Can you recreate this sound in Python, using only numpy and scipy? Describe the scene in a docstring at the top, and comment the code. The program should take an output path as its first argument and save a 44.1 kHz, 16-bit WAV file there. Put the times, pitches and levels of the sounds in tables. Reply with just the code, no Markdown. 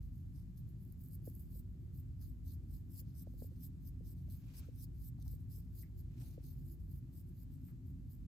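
"""A plastic fine-tooth comb scratches in quick strokes through dry hair, close to a hand-held two-port microphone.
Hairs slip off the teeth as dense tiny clicks that ring modes of comb and scalp; catches and sharp ticks stand out.
Fingers knock softly on the microphone body as swelling, sagging tones; short dull scrapes and cloth swishes
are shaped noise. Behind them, ventilation rumbles through low room resonances under a faint hiss."""
import sys
import numpy as np
from scipy import signal
from scipy.fft import rfft, irfft, next_fast_len
from scipy.io import wavfile

SR = 44100
rng = np.random.default_rng(int(sys.argv[2]) if len(sys.argv) > 2 else 0)


def int16_out(signal):
    """Quantize to a 16-bit WAV file."""
    q = np.round(np.clip(np.atleast_2d(signal).T, -1, 1) * 32767)
    wavfile.write(sys.argv[1], SR, q.astype(np.int16))


N = 364707
LONG = next_fast_len(N + SR // 4)   # length with spare room for work on the spectrum
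HZ = np.maximum(np.fft.rfftfreq(LONG, 1 / SR), 1)
CONTROL = np.arange(0, N + 32, 32) / SR   # times in s at which movements are worked out


def from_db(db):
    """Decibels to gain."""
    return 10 ** (np.asarray(db) / 20)


def rms_one(x):
    """Scale to rms 1."""
    return x / np.sqrt(np.mean(x ** 2) + 1e-20)


def at_hz(points):
    """Second column of a table, read over log frequency."""
    points = np.array(points)
    return np.interp(np.log(HZ), np.log(points[:, 0]), points[:, 1])


def drift(rate_hz):
    """Slow chance: noise at every 32nd sample through a double one-pole low-pass; spread 1."""
    r = np.exp(-64 * np.pi * rate_hz / SR)
    raw = rng.standard_normal(N // 32 + 2002)
    slow = signal.lfilter([1], [1, -2 * r, r * r], raw)[2000:]   # the run-in is dropped
    return np.interp(np.arange(N) / 32, np.arange(len(slow)), rms_one(slow))


def noise(gain):
    """Two unrelated noises with the given gain per frequency; rms 1."""
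    spectrum = rfft(rng.standard_normal((2, LONG))) * gain
    return rms_one(irfft(spectrum, LONG)[:, :N])


def every_sample(control):
    """A movement filled in between its control times."""
    return np.interp(np.arange(N) / SR, CONTROL, control)


def gesture(start_s, length_s, first_db, last_db, in_db_per_s, out_db_per_s):
    """Level in dB of one movement (ramp in, straight run, ramp out) and its progress 0-1."""
    t = CONTROL - start_s
    progress = np.clip(t / max(length_s, .005), 0, 1)
    ramps = in_db_per_s * np.maximum(-t, 0) + out_db_per_s * np.maximum(t - length_s, 0)
    return first_db + (last_db - first_db) * progress - ramps, progress


def resonate(x, modes, colour_db):
    """Parallel resonances with alternating signs; each one's share wanders as the contact moves."""
    out = 0
    for k, (hz, width_hz, level_db) in enumerate(modes):
        r = np.exp(-np.pi * width_hz / SR)
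        sign = (-1) ** k
        b = np.array([1, 0, -1]) * (1 - r * r) / 2 * from_db(level_db) * sign
        a = [1, -2 * r * np.cos(2 * np.pi * hz / SR), r * r]
        ringing = signal.lfilter(b, a, x + 1e-18)
        out = out + ringing * from_db(colour_db * drift(12))
    return out


def comb():
    """Hairs slip off in clumps, coils catch with harder ticks, single sharp ticks crack; all ring the comb."""
    # Single sharp ticks, loud and faint, of hair or plastic. Each row: time in seconds,
    # strength in relative dB, low modes against the high ones in relative dB.
    sharp_ticks = [(.0253, -64, -22), (.0302, -59, -20), (.076, -63, -15), (.1818, -60, -25),
                   (.3987, -61, -22), (.5736, -52, -12), (.5786, -52, -10), (.6884, -63, -25),
                   (.6986, -64, -20), (.8517, -58, -27), (.8773, -61, -27), (.9243, -47.5, -22),
                   (.993, -61, -25), (1.0162, -58, -25), (1.0385, -47, -34), (1.0615, -56, -30),
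                   (1.0723, -56, -30), (1.086, -49, -28), (1.0938, -59, -28), (1.1225, -53, -27),
                   (1.1458, -48.5, -32), (1.1535, -47, -30), (1.2448, -53, -20), (1.2533, -55, -24),
                   (1.2894, -47, -32), (1.2996, -49, -33), (1.3192, -57, -30), (1.3365, -57, -30),
                   (1.3412, -56, -28), (1.3525, -45, -36), (1.3624, -58, -30), (1.3957, -52, -31),
                   (1.4049, -52, -30), (1.4214, -54, -29), (1.5763, -49, -30), (1.593, -50, -14),
                   (1.9734, -51, -25), (1.9987, -60, -26), (2.2129, -58, -17), (2.2162, -55, -5),
                   (2.6376, -63, -22), (2.9251, -61, -23), (2.9432, -50, -26), (3.3372, -59, -19),
                   (3.4609, -50, -31), (3.6072, -55, -9), (3.8909, -50, -24), (4.135, -61, -23),
                   (4.3005, -54, -7), (4.5964, -49, -16), (4.7602, -55, -18), (5.199, -64, -16),
                   (5.2006, -56, -14), (5.2238, -59, -14), (5.2254, -49, -9), (5.2666, -53, -13),
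                   (5.28, -47.5, -5), (5.5278, -48, -22), (5.7558, -56, -22), (5.8265, -50, -25),
                   (6.6121, -63, -20)]
    # Modes of the comb teeth. Each row: pitch in Hz, width in Hz, level in relative dB.
    tooth_modes = [(7370, 3600, -13), (8770, 750, -1), (9640, 800, -4.5), (10210, 720, 1),
                   (12210, 2370, 1.5), (12990, 1440, 4.5), (14800, 1500, 1), (15300, 720, -3.5)]
    # Modes of the comb back and scalp. Each row: pitch in Hz, width in Hz, level in relative dB.
    back_modes = [(3570, 1270, -7.5), (4324, 1030, 1), (5160, 590, 0.5), (6210, 740, 0)]
    # Coils catch often in the first light flicks, seldom in the firmer strokes.
    # Each row: time in seconds, catches per second.
    catch_rate = [(0, 260), (1.6, 260), (2.0, 90), (5.9, 90), (6.3, 40), (8.3, 40)]
    slips_per_s, slip_spread_db = 7400, 1
    clump_db, burst_db, bursts_hz = 1, 1.1, 60   # the teeth grip and let go unevenly within a stroke
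    catch_db, catch_spread_db = 13, 3
    crack_band_hz, crack_db, tick_ring_db = [9200, 15700], 11.5, 9
    root_follows = 0.3   # share of the scalp contact that reaches the four lowest tooth modes
    colour_db = 1.7   # how far each mode's share wanders

    high, low = strokes()
    spread = np.minimum(rng.exponential(1, (2, N)), 5)
    sizes = from_db(slip_spread_db * spread) * rng.choice([-1, 1], (2, N))
    slipping = rng.random((2, N)) < slips_per_s / SR
    unevenness = from_db(clump_db * drift(130) + burst_db * drift(bursts_hz))
    slips = rms_one(sizes * slipping * unevenness)

    catching = rng.random(N) < np.interp(np.arange(N) / SR, *np.transpose(catch_rate)) / SR
    strength = from_db(catch_db + catch_spread_db * np.minimum(rng.exponential(1, N), 3))
    catches = catching * strength * rng.choice([-1, 1], (2, N))

    teeth = from_db(8.5) * high * slips
    back = from_db(12.0) * low * (slips + .5 * catches)
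    ticks = from_db(-8.0) * high * catches   # catches crack too
    tick_signs = rng.choice([-1, 1], (len(sharp_ticks), 2))
    for (s, strength_db, low_db), signs in zip(sharp_ticks, tick_signs):
        ticks[:, round(s * SR)] += signs * from_db(strength_db)
        back[:, round(s * SR)] += signs * from_db(strength_db + low_db + 18)

    band = signal.butter(3, crack_band_hz, "band", fs=SR, output="sos")
    crack = from_db(crack_db) * signal.sosfilt(band, ticks)
    roots = teeth * from_db(5.0) * (low / high) ** root_follows
    tick_drive = from_db(tick_ring_db) * ticks
    root_ring = resonate(roots + tick_drive, tooth_modes[:4], colour_db)
    tooth_ring = resonate(teeth + tick_drive, tooth_modes[4:], colour_db)
    return crack + root_ring + tooth_ring + resonate(back, back_modes, colour_db)


def strokes():
    """How hard the strokes drive the teeth and the back of the comb, summed as power."""
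    # Comb strokes, the faintest being the slide back. Each row: teeth touch in seconds, length in seconds,
    # scratch at touch in relative dB, scratch at lift in relative dB,
    # scalp contact as low modes against the high ones in relative dB.
    comb_strokes = [(0.031, 0.056, -82.5, -93, -8), (0.14, 0.154, -79, -100, -13),
                    (0.356, 0.12, -78, -98, -6.5), (0.585, 0.043, -71.5, -89, -13.5),
                    (0.688, 0.029, -80, -90.0, -16), (0.8, 0.096, -80, -84, -17),
                    (0.894, 0.048, -82.5, -78, -17), (1.008, 0.017, -74, -76, -19),
                    (1.042, 0.04, -69, -76, -30), (1.092, 0.061, -82, -63.5, -19),
                    (1.262, 0.078, -64, -81, -25), (1.351, 0.084, -71, -90, -25),
                    (1.4, 0.113, -66, -93, -23), (1.505, 0.094, -74, -66, -16.5),
                    (1.938, 0.068, -79, -73, -13.5), (2.219, 0.11, -68.5, -84.5, -12.0),
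                    (2.463, 0.084, -72.5, -69.5, -10), (2.684, 0.035, -83, -75, -11),
                    (2.74, 0.088, -65.5, -92, -13.5), (2.904, 0.1, -75.5, -57, -14.5),
                    (3.053, 0.064, -93, -82, -2.5), (3.151, 0.075, -73.5, -66, -10.5),
                    (3.267, 0.091, -88, -85, -6.5), (3.386, 0.082, -71, -66.5, -14),
                    (3.507, 0.12, -88, -83, -7), (3.619, 0.049, -67, -61, -13),
                    (3.799, 0.085, -93, -64, -12), (4.059, 0.075, -72, -72.5, -11),
                    (4.18, 0.089, -80, -97, -8), (4.311, 0.11, -65, -83.5, -13.5),
                    (4.42, 0.13, -86, -89, -14), (4.527, 0.068, -78, -60, -7.5),
                    (4.64, 0.051, -85, -88, -4), (4.701, 0.14, -93.5, -59.5, -8.5),
                    (4.942, 0.14, -85.5, -62, -13), (5.22, 0.018, -77, -92, -2.5),
                    (5.252, 0.1, -73, -70.5, -13), (5.393, 0.054, -85, -88, -11),
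                    (5.515, 0.09, -67, -69, -14.5), (5.62, 0.072, -86, -91, -8),
                    (5.74, 0.085, -75.5, -61.5, -12.5), (5.85, 0.042, -82, -92, -8),
                    (5.991, 0.025, -69, -74, -14.5), (6.199, 0.16, -73, -77, -5.5),
                    (6.44, 0.1, -71, -74, -9.5), (6.56, 0.07, -83, -83, -10),
                    (6.642, 0.098, -79, -68.5, -14.5), (6.799, 0.072, -84, -87.0, -13),
                    (6.898, 0.093, -74.5, -76, -17.0), (7.139, 0.07, -78.5, -67.5, -12.5),
                    (7.273, 0.053, -80, -88.5, -15), (7.333, 0.1, -91, -69, -11.5),
                    (7.527, 0.049, -74.5, -87, -14), (7.615, 0.089, -83.5, -72, -20),
                    (7.867, 0.071, -78, -91, -19), (8.108, 0.064, -70, -83, -18)]
    touch_db_per_s, lift_db_per_s, mid_stroke_db = 560, 950, 3.5   # setting in, stopping, swell midway
    contact_eases_db = 6   # the teeth press the scalp less from touch to lift
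    resting_db, resting_contact_db = -91, -11   # the comb lying in the hair between strokes

    high = from_db(resting_db) ** 2
    low = from_db(resting_db + resting_contact_db) ** 2
    for s, length_s, touch_db, lift_db, contact_db in comb_strokes:
        level_db, progress = gesture(s, length_s, touch_db, lift_db, touch_db_per_s, lift_db_per_s)
        swell_db = mid_stroke_db * 4 * progress * (1 - progress)
        power = from_db(level_db + swell_db) ** 2
        high = high + power
        low = low + power * from_db(contact_db + contact_eases_db * (.5 - progress)) ** 2
    return every_sample(np.sqrt(high)), every_sample(np.sqrt(low))


def knocks():
    """A small click as the finger lets go, then each body mode swells, sags in pitch and dies."""
    # Finger knocks. Each row: time in seconds, level in relative dB, nominal pitch in Hz,
    # relative ring length in cycles, click level in relative dB.
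    finger_knocks = [(1.274, -47.5, 496, 7.5, -65), (1.554, -67.5, 500, 9.5, -95),
                     (3.012, -76, 507, 22, -99), (3.270, -55, 573, 8, -72), (3.338, -64, 506, 6.5, -95),
                     (3.421, -47, 467, 5, -65), (3.443, -57, 496, 7, -90), (3.514, -68, 520, 15, -95),
                     (4.006, -60, 475, 7.5, -90), (4.281, -70, 607, 13, -99), (4.684, -58, 495, 11.5, -90),
                     (5.333, -69, 482, 14, -99), (5.578, -71, 432, 10, -99), (6.377, -52.5, 503, 8.5, -89)]
    # Modes of the microphone body. Each row: ratio to the knock's pitch, level in relative dB.
    body_modes = [(0.599, 0.5), (1, 4.9)]
    click_hz, click_s, click_lead_s = 1750, 0.00056, .0017
    swell_power, pitch_sag = 2.3, 0.11

    out = np.zeros(N + SR)
    t = np.arange(SR // 8) / SR
    click = t / click_s * np.exp(1 - t / click_s) * np.sin(2 * np.pi * click_hz * t)
    for s, level_db, hz, cycles, click_db in finger_knocks:
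        out[round((s - click_lead_s) * SR):][:len(t)] += from_db(click_db) * click
        for ratio, mode_db in body_modes:
            u = t * hz * ratio / cycles * np.log(1000) * 1.77   # time in decay constants
            sagging_hz = hz * ratio * (1 + pitch_sag * (np.exp(-u / 2) - .3))
            turns = np.cumsum(sagging_hz) / SR
            swell = (np.e * u / swell_power) ** swell_power * np.exp(-u)   # peaks at 1
            ring = swell * np.sin(2 * np.pi * turns)
            out[round(s * SR):][:len(t)] += from_db(level_db + mode_db) * ring
    return out[:N] * np.array([[1], [.8]])   # common part, differing part


def scrapes():
    """A brief dull puff of friction noise in one broad resonance, quick to rise and dying away."""
    # Each row: start in seconds, level in dB before the decay, centre in Hz, width in Hz, decay in seconds.
    dull_scrapes = [(2.214, -78, 1380, 500, 0.017), (4.63, -76, 1440, 400, .02),
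                    (5.184, -65, 815, 302, 0.0055), (5.261, -63.5, 840, 342, 0.0057),
                    (5.829, -67.5, 2010, 480, 0.018), (6.2, -76.5, 764, 250, 0.088),
                    (7.683, -75.5, 1500, 1200, 0.037)]
    out = np.zeros((2, N + SR))
    t = np.arange(SR // 4) / SR
    for s, level_db, hz, width_hz, decay_s in dull_scrapes:
        edges_hz = [hz - width_hz / 2, hz + width_hz / 2]
        band = signal.butter(2, edges_hz, "band", fs=SR, output="sos")
        puff = rms_one(signal.sosfilt(band, rng.standard_normal((2, len(t)))))
        envelope = np.exp(-t / decay_s) * np.minimum(t / 0.0013, 1)
        out[:, round(s * SR):][:, :len(t)] += from_db(level_db) * puff * envelope
    return out[:, :N]


def cloth():
    """Cloth swishes now and then: broad soft noise, slightly uneven, follows the loudest movement."""
    # Each row: start in seconds, length in seconds, level at start in relative dB, level at end in relative dB.
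    swishes = [(4.303, .1, -90.5, -92), (4.442, 0.17, -83.5, -78), (6.201, 0.38, -81, -97.5),
               (7.69, .02, -89.5, -96)]
    # Spectrum of the cloth. Each row: frequency in Hz, density in relative dB per Hz.
    cloth_spectrum = [(500, 2), (800, -4.5), (1500, -2.5), (1900, -4), (2500, 1), (3200, -3), (4500, -5.5),
                      (7000, -7), (12000, -16.5)]
    in_db_per_s, out_db_per_s = 135, 106
    levels_db = [gesture(*row, in_db_per_s, out_db_per_s)[0] for row in swishes]
    level_db = every_sample(np.max(levels_db, axis=0))
    return from_db(level_db + 7.5 + 2.0 * drift(33)) * noise(from_db(at_hz(cloth_spectrum)))


def ventilation():
    """Air rumble lifted at the room's low resonances; each band swells slowly on its own."""
    # Spectrum of the rumble. Each row: frequency in Hz, density in relative dB per Hz.
    rumble_spectrum = [(20, -25.5), (30, -18), (41, -11), (48, -1), (60, 1), (125, -0.5), (181, -7),
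                       (215, -18), (255, -14), (295, -21), (348, -26.5), (398, -35), (528, -42.5),
                       (700, -47.5), (1000, -60), (2000, -108.5)]
    # Room resonances that the rumble excites. Each row: pitch in Hz, width in Hz, lift in dB.
    room_modes = [(50.6, 4.9, 10), (87.3, 10, 4.5), (116.3, 4.9, 3), (138, 11, 3), (179.6, 16, 3),
                  (241, 12, 4.5), (267.3, 16, 3.5), (332.7, 12, 3.5), (358, 21, 6.5)]
    rumble_db, waver_db, split_hz = -47, 1.5, [70, 105, 160, 220, 310]

    lift_db = sum(db / (1 + (2 * (HZ - hz) / width_hz) ** 2) for hz, width_hz, db in room_modes)
    air = rfft(rng.standard_normal((2, LONG))) * from_db(at_hz(rumble_spectrum) + lift_db)
    band = np.searchsorted(split_hz, HZ)
    rumble = 0
    for k in range(len(split_hz) + 1):
        part = irfft(air * (band == k), LONG)[:, :N]
        rumble = rumble + from_db(waver_db * drift(1.2)) * part
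    return from_db(rumble_db) * rms_one(rumble)


def hiss():
    """A faint background hiss: shaped noise whose level wavers slightly."""
    # Each row: frequency in Hz, density in relative dB per Hz.
    hiss_spectrum = [(400, 7), (700, 3), (1400, 1.5), (2800, -1), (6000, -6), (11000, -2), (14000, -11.5),
                     (15000, -32), (16000, -30)]
    return from_db(-80.5 + 0.4 * drift(3.3)) * noise(from_db(at_hz(hiss_spectrum)))


def scene():
    """Row 0 is the sound common to both channels, row 1 the part in which they differ."""
    return comb() + knocks() + scrapes() + cloth() + ventilation() + hiss()


def record(dry):
    """Each channel takes the common part plus or minus the rest, the left leading by a phase; the top is cut."""
    # Likeness of the left and right channels by frequency. Each row: frequency in Hz, likeness from 0 to 1.
    channel_likeness = [(30, .92), (52, .98), (67, .75), (100, .92), (260, .95), (500, .65), (1000, .1),
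                        (2000, .1), (4300, .4), (5500, .25), (8300, .75), (9000, .98), (10100, .98),
                        (10350, .85), (11500, .65), (12500, .995), (13700, .995), (14600, .72), (16000, .8)]
    # Further lead of the left channel by frequency. Each row: frequency in Hz, lead in radians.
    extra_lead = [(50, -0.6), (67, 0.33), (300, 0.16), (600, .5), (1400, -1.1), (2800, 0), (3500, 0.94),
                  (4300, 2.5), (5500, 0), (13700, 0), (15000, -0.8)]
    left_lead_s = 155e-6   # underlying lead of the left channel
    phase_steps = .95   # 0-1, how far the left-right phase is drawn towards in-phase and opposite
    cutoff_hz = 15870

    margin = (LONG - N) // 2
    padding = ((0, 0), (margin, LONG - N - margin))
    run_in = np.pad(dry, padding, "reflect", reflect_type="odd")
    common, differing = rfft(run_in * signal.windows.tukey(LONG, 2 * margin / LONG))

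    even_lead = 2 * np.pi * HZ * left_lead_s
    lead = even_lead - phase_steps * np.sin(2 * even_lead) / 2 + at_hz(extra_lead)
    half_lead = np.exp(.5j * lead)
    alike = np.clip(at_hz(channel_likeness), 0, 1)
    common = common * np.sqrt((1 + alike) / 2)
    differing = 1j * differing * np.sqrt((1 - alike) / 2)   # a quarter cycle off: both stay equally loud
    left, right = (common + differing) * half_lead, (common - differing) / half_lead
    channels = irfft([left, right], LONG)

    cut = signal.ellip(12, .5, 60, cutoff_hz, fs=SR, output="sos")
    fade = signal.windows.tukey(N, .016 * SR / N)   # 8 ms at each end
    return fade * signal.sosfilt(cut, channels)[:, margin:margin + N]


dry = scene()
out = record(dry)
int16_out(out)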